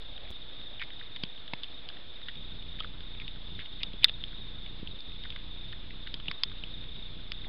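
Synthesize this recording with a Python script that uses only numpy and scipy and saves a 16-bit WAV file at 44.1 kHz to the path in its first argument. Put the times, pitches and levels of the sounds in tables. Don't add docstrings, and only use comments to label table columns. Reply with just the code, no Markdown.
import sys
import numpy as np
from scipy import signal
from scipy.io import wavfile
from scipy.ndimage import uniform_filter1d

SR = 44100
rng = np.random.default_rng(int(sys.argv[2]) if len(sys.argv) > 2 else 0)


def generate_wav(sig):
    pcm = np.round(np.clip(np.atleast_2d(sig).T, -1, 1) * 32767).astype(np.int16)
    wavfile.write(sys.argv[1], SR, pcm)


def decibels_to_gain(level_db):
    exponent = np.asarray(level_db, float) / 20
    return 10 ** exponent


N = 329868

PORT_HZ = 3480


def in_time(rows):
    s, *columns = np.transpose(rows)
    return [np.interp(np.arange(N) / SR, s, c) for c in columns]


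def rms_one(x):
    return x / np.sqrt(np.mean(x ** 2) + 1e-20)


def drift(rate_hz):
    r = np.exp(-80 * np.pi * rate_hz / SR)
    slow = signal.lfilter([1], [1, -2 * r, r * r], rng.standard_normal(N // 40 + 2002))[2000:]
    return np.interp(np.arange(N) / 40, np.arange(len(slow)), rms_one(slow))


def band(x, low_hz, high_hz):
    return signal.sosfilt(signal.butter(2, [low_hz, high_hz], "band", fs=SR, output="sos"), x)


def ring(clicks, hz, t60):
    r = decibels_to_gain(-60 / (t60 * SR))
    w = 2 * np.pi * hz / SR
    return signal.lfilter([0, np.sin(w)], [1, -2 * r * np.cos(w), r * r], clicks + 1e-18)


def add(out, s, piece):
    i = round(s * SR)
    out[i:i + len(piece)] += piece[:N - i]


def air():
    # [f/Hz, level per Hz/dB]
    colour = [(88, -38.5), (150, -12), (235, -5.5), (277, -3), (341, -8), (440, -7), (504, -8.5),
              (777, -12.5), (1670, -11.5), (2940, -9), (3570, -9), (3790, -8), (4150, -18.5), (5350, -32.5),
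              (6960, -62), (11800, -120)]
    color_hz, color_db = np.transpose(colour)
    edges = 130 * 2 ** np.arange(0, 5.6, 1 / 3)
    together = drift(27)
    sizes = decibels_to_gain(2.3 * np.minimum(rng.exponential(1, N), 4))
    grains = (rng.random(N) < 260 / SR) * sizes * rng.choice([-1, 1], N)
    white = rng.standard_normal((2, N))
    out = 0
    for k, (low, high) in enumerate(zip(edges, edges[1:])):
        hz = np.sqrt(low * high)
        source = white[k % 2] + 0.77 * grains * min(hz / 2000, 1)
        level_db = np.interp(np.log(hz), np.log(color_hz), color_db)
        out = out + band(source, low, high) * decibels_to_gain(level_db + .6 * together + 1.2 * drift(15))
    return decibels_to_gain(-54) * rms_one(out)


def wind():
    # [t/s, level on the port/dB, level in the grass/dB]
    gusts = [
        (0, -49.5, -66),
        (.25, -48, -58),
        (.35, -66, -69),
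        (.7, -66, -63),
        (1.2, -61, -71.5),
        (1.9, -65.5, -62.5),
        (2.4, -67, -74),
        (7.48, -61, -77),
    ]
    port_db, grass_db = in_time(gusts)
    rumble = band(rng.standard_normal(N), 14.0, 45)
    rush = band(rng.standard_normal(N), 460, 760)
    return decibels_to_gain(port_db) * rms_one(rumble) + decibels_to_gain(grass_db + 1.9 * drift(6.7)) * rms_one(rush)


def stalls(lead_s, width_s):
    first_s, every_s = 3.66, 1.36
    t = np.arange(N) / SR + lead_s - first_s
    since = t - every_s * np.maximum(np.round(t / every_s), 0)
    return np.exp(-(since / width_s) ** 4)


def buzz():
    # [t/s, frame sag level/dB]
    load = [
        (0, -65),
        (.1, -55.5),
        (1.05, -54),
        (1.16, -59),
        (2.27, -56.5),
        (2.4, -46.5),
        (7.48, -46.5),
    ]
    load_db, = in_time(load)
    stall_db = -13 * stalls(0, .049)
    busy_db = 4 * stalls(.1, .05)
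    sag_db = load_db + stall_db
    stray_db = -56 + .6 * (load_db - load_db[-1] + stall_db) + busy_db
    frame_hz, frame_lead = 30.13, .02
    frame = (frame_hz * np.arange(N) / SR + frame_lead + 0.02 * drift(30)) % 1
    high = 1. * (frame < .63)
    strays_per_s = 40
    starts = 1. * (rng.random(N) < strays_per_s * decibels_to_gain(4 * drift(6)) / SR)
    pulses = np.minimum(uniform_filter1d(starts, size=160) * 160, 1)
    steps = pulses * (.6 - 1.62 * high)
    wave = decibels_to_gain(sag_db + 9) * (high - high.mean()) + decibels_to_gain(stray_db + 15) * (steps - steps.mean())
    return band(wave, 6.0, 320)


def patter():
    sizes = decibels_to_gain(3 * np.minimum(rng.exponential(1, N), 3)) * (rng.random(N) < 30 / SR)
    pitches = np.geomspace(1500, 2900, 8)
    dealt = rng.integers(0, 8, N)
    out = 0
    for k, hz in enumerate(pitches):
        out = out + ring(band(sizes * (dealt == k), hz, hz * 1.07), hz, 20.0 / hz)
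    return decibels_to_gain(-56.5) * out


def strokes(times, levels_db, shift_hz):
    length_s, top_hz, fall_hz = .027, 3790, 360
    out, u = np.zeros(N), np.linspace(0, 1, round(length_s * SR))
    chances = rng.standard_normal((len(times), 4))
    for s, db, (late, tune, loud, turn) in zip(times, levels_db, chances):
        hz = top_hz + shift_hz + 30 * tune - fall_hz * u ** 1.5
        tone = np.sin(np.pi * u) ** 1.2 * np.sin(2 * np.pi * np.cumsum(hz) / SR + 10 * turn)
        add(out, max(s - length_s / 2 + .0015 * late, 0), decibels_to_gain(db + 0.63 * loud) * tone)
    return out * decibels_to_gain(2.0 * drift(100))


def crickets():
    # [t/s of the first, level/dB]
    leads = [
        (.358, -46),
        (2.1, -47),
        (4.081, -45),
        (5.963, -48.5),
    ]
    # [first stroke t/s, last stroke t/s]
    trills = [(.022, .168), (.533, .776), (.936, 1.071), (1.125, 1.401), (1.751, 1.781), (2.377, 2.595),
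              (2.658, 2.797), (3.039, 3.321), (3.523, 3.869), (4.313, 4.697), (4.92, 5.305), (5.514, 5.757),
              (6.282, 6.385), (6.486, 6.591), (6.742, 7.065), (7.349, 7.453)]
    lead_gap_s, gap_s = .066, .0349
    rows = [(s + lead_gap_s * k, db) for s, db in leads for k in range(3)]
    for first, last in trills:
        count = round((last - first) / gap_s) + 1
        rows += [(s, -47.5) for s in np.linspace(first, last, count)]
    times, levels_db = np.transpose(rows)
    far = 0
    for k in range(-2, 3):
        far_times = np.arange(.007 * (k + 2), N / SR, gap_s * (1 + .035 * k))
        far = far + decibels_to_gain(2.0 * drift(3.1)) * strokes(far_times, 0 * far_times, 50 * k - 45)
    blur = band(rng.standard_normal(N), 3265, 3715)
    chorus = .66 * rms_one(far) + .66 * rms_one(blur)
    return strokes(times, levels_db + 2.9, 0) + decibels_to_gain(-51 + 1.0 * drift(3.0)) * chorus


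def pushes():
    # [t/s, level/dB, width/ms]
    dents = [
        (1.2357, -22.5, 3.7),
        (1.5352, -26.5, 2.4),
        (3.939, -32, 1.6),
        (4.829, -26, 2.2),
        (6.142, -37.5, 1.8),
        (6.283, -32, 2.2),
    ]
    out, t = np.zeros(N), np.arange(1500) / SR
    for s, db, ms in dents:
        u = t * 1000 / ms - 1.5
        dent = -np.exp(-u ** 2 * 6)
        add(out, s - 0.001136 * ms, decibels_to_gain(db) * band(dent, 140, 660))
    return out


def knocks():
    # [t/s, level/dB, f/Hz]
    thuds = [(1.167, -46.5, 1040), (1.2355, -34, 573), (1.534, -27, 953), (2.8056, -32, 1270),
             (3.834, -46, 1310), (3.933, -52, 500), (4.034, -46, 977), (4.094, -37.5, 690),
             (6.141, -47, 484), (6.284, -41, 934), (6.312, -36.5, 1120), (6.4346, -35, 1000),
             (6.636, -45, 532), (7.32, -50, 450), (7.468, -41, 760)]
    out, t = np.zeros(N), np.arange(1200) / SR
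    for s, db, hz in thuds:
        t60 = .018 * (hz / 1000) ** 2.5
        blow = np.exp(-t / 0.0001) + 0.082 * rng.standard_normal(len(t)) * np.exp(-t / 0.0015)
        sound = band(ring(blow, hz, max(t60, .003)) + 3 * blow, 260, 1800)
        add(out, s, decibels_to_gain(db) * sound / abs(sound).max())
    return out


def slap():
    # [f/Hz, level/dB, fade by 60 dB/s]
    shell = [(4030, 0.5, 0.0088), (4500, -6.5, 0.0095), (3330, -7.5, 0.0035), (3020, -33.5, 0.049),
             (2040, -18.5, 0.048), (1640, -39.5, 0.048), (2400, -32, 0.027)]
    out, t = np.zeros(N), np.arange(1500) / SR
    port = (3620, -4, .045)
    modes = sum(decibels_to_gain(db) * ring(1. * (t == 0), hz, t60) for hz, db, t60 in shell + [port])
    contact_s = .0064
    damped = modes * (.12 + .88 / (1 + (t / contact_s) ** 12))
    spatter = decibels_to_gain(-17) * rng.standard_normal(len(t)) * np.exp(-t / .005)
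    sound = band(damped + spatter, 1800, 4900)
    add(out, 4.0437, -decibels_to_gain(2.5) * sound / sound[abs(sound).argmax()])
    return out


def crunches():
    # [t/s, length/s, level/dB, f/Hz]
    bites = [
        (0.787, 0.063, -40.5, 2140),
        (2.277, 0.026, -43, 1930),
        (3.202, 0.027, -46.5, 2170),
        (3.582, .06, -51, 1980),
        (3.8, 0.028, -46, 2500),
        (4.0273, 0.013, -32, 2900),
        (4.049, 0.0078, -35, 1690),
        (5.228, 0.042, -49.5, 1900),
        (7.432, 0.024, -50, 1930),
        (6.06, 0.022, -45, 1900),
    ]
    out, t = np.zeros(N), np.arange(4000) / SR
    for s, length, db, hz in bites:
        draw, size = rng.random(4000), rng.standard_normal(4000)
        swell = np.sin(np.pi * np.clip(t / length, 0, 1)) ** 2
        grains = size * (draw < 5000 / SR) * swell
        mouth = .7 * ring(grains, .84 * hz, .01) - ring(grains, hz, .012) + .7 * ring(grains, 1.17 * hz, .008)
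        sound = band(mouth + .7 * ring(grains, PORT_HZ, .008), hz / 1.5, 4500)
        add(out, s, decibels_to_gain(db) * rms_one(sound) * np.sqrt(length * SR / 8000))
    return out


def contacts():
    # [t/s, port f/Hz, port level/dB, shell level/dB, crack level/dB]
    drops = [(1.161, 3460, -33, -33, -42), (1.2354, 3460, -23, -21.5, -28.5),
             (1.5352, 3740, -25, -20.5, -36), (1.6335, 3570, -24, -46, -37), (1.641, 3330, -31, -43, -43),
             (1.888, 3220, -28, -38, -34.5), (2.803, 3130, -24, -35, -37.5), (3.2784, 3700, -30, -36, -45),
             (3.8318, 3480, -17.5, -25.5, -22.5), (3.9324, 3430, -36.5, -45, -45),
             (4.0336, 3290, -33, -38, -47), (4.0831, 3500, -25, -45, -51), (4.0939, 3580, -23, -25, -39),
             (4.2381, 3540, -22, -35, -43), (4.8733, 3610, -26, -51, -50),
             (5.0043, 3760, -37.5, -48, -38.5), (5.2364, 3380, -31.5, -54, -42),
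             (5.303, 3360, -25, -43, -41.5), (6.1409, 3440, -23.5, -31.5, -31.5),
             (6.2817, 3380, -21.5, -26, -40.5), (6.313, 3570, -31, -24, -33),
             (6.4343, 3400, -14.5, -20.5, -14.5), (6.6367, 3150, -28, -34.5, -42.5),
             (7.3184, 3320, -22.5, -23, -29.5)]
    # [t/s, stem f/Hz, stem level/dB, port level/dB]
    snaps = [(.2524, 2380, -44, -60), (.275, 2390, -44, -47), (0.8157, 1850, -27, -31),
             (0.8226, 2080, -28, -30), (.9033, 2220, -39.5, -41), (1.0112, 2050, -36.5, -50),
             (1.167, 2750, -36, -37), (1.899, 1530, -43.5, -39), (1.9683, 1870, -43.5, -42),
             (2.2841, 1860, -32.5, -30.5), (2.788, 2230, -37.5, -43), (2.8343, 2300, -38.5, -42),
             (2.8444, 1550, -33.5, -39), (3.148, 2690, -41, -44), (3.1987, 2700, -31.5, -39),
             (3.591, 2010, -32, -37), (3.6056, 2700, -35, -50), (3.82, 2720, -40, -56),
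             (4.0243, 2570, -38, -34), (4.0887, 2620, -38, -31), (4.329, 1820, -43, -64),
             (4.6616, 2680, -41, -38), (5.253, 1700, -39, -41.5), (5.322, 2270, -40, -40),
             (5.3605, 2000, -32, -33), (5.7301, 1940, -36.5, -49), (5.906, 2350, -37, -45),
             (6.256, 2800, -37.5, -34), (6.268, 2650, -41.5, -54), (6.516, 1540, -42, -40.5)]
    # [t/s, port level/dB]
    drips = [(.1768, -33.5), (.6129, -39), (.7954, -32), (.835, -32.5), (.9953, -36), (1.2493, -39),
             (1.376, -39), (1.4782, -34), (2.2146, -37), (2.3541, -37), (2.6234, -37.5), (2.7948, -35),
             (2.822, -35), (3.0048, -36), (3.359, -41), (3.5973, -34), (3.619, -38), (3.6569, -34.5),
             (3.8027, -36), (5.1183, -38.5), (5.7256, -32.5), (6.0724, -31), (6.1986, -34.5), (6.4968, -39),
             (6.8387, -37.5), (6.9633, -39), (7.1934, -40.5)]
    wall_hz, drip_hz = 2580, 2100
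    rows = [(s, hz, port_db, wall_hz, wall_db, crack_db) for s, hz, port_db, wall_db, crack_db in drops]
    for s, hz, db, port_db in snaps:
        rows.append((s, PORT_HZ + 120 * rng.normal(), port_db, hz, db, db - 18))
    for s, db in drips:
        port_hz = PORT_HZ + 120 * rng.normal()
        rows.append((s, port_hz, db, drip_hz * rng.uniform(.75, 1.25), db - 9.5, db - 16))
    return rows


def ticks():
    out, t = np.zeros(N), np.arange(1200) / SR
    spike = band(1. * (np.arange(len(t)) == round(.0004 * SR)), 1100, 5000)
    for s, port_hz, port_db, body_hz, body_db, crack_db in contacts():
        hard = np.clip((crack_db + 52) / 18, 0, 1)
        splatter_s = .0022 - .0013 * hard
        fade = .5 * np.exp(-t / splatter_s) + .04 * np.exp(-t / .004)
        blows = rng.standard_normal((3, len(t))) * fade
        blows[:, 0] = .3 + hard
        blows[0] += .24 * hard * np.roll(blows[0], round(.0045 * SR))
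        port = band(ring(blows[0], port_hz, .0044) + 2.0 * blows[0], 2760, 3770)
        body = ring(blows[1], body_hz, 7.7 / body_hz) + 1.2 * blows[1]
        body = band(body, body_hz / 1.4, body_hz * 1.3)
        crack = band(blows[2], 3850, 4810)
        wide = band(blows[0], 1000, 2500)
        parts = [(decibels_to_gain(port_db), port),
                 (decibels_to_gain(body_db) * (1 - 0.32 * hard), body),
                 (decibels_to_gain(crack_db), crack),
                 (decibels_to_gain(body_db - 7.0) * hard, wide),
                 (decibels_to_gain(max(port_db, body_db) - 10) * hard, spike)]
        for gain, part in parts:
            add(out, s, gain * part / abs(part).max())
    return out


def scene():
    background = air() + wind() + buzz() + patter() + crickets()
    housing = pushes() + knocks() + slap()
    return (background + housing + crunches() + ticks())[None]


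def top_cut(x):
    return signal.sosfilt(signal.butter(12, 16000, fs=SR, output="sos"), x)


def record(dry):
    narrow = signal.sosfilt(signal.cheby1(10, .5, 5186, fs=SR, output="sos"), dry)
    narrow = narrow + .0133
    t = np.arange(N) / SR
    mute_from_s, mute_to_s = .3058, .3126
    joined = narrow * ((t < mute_from_s) | (t > mute_to_s))
    mix = np.clip(joined, -.97, .97)
    return top_cut(mix)


dry = scene()
out = record(dry)
generate_wav(out)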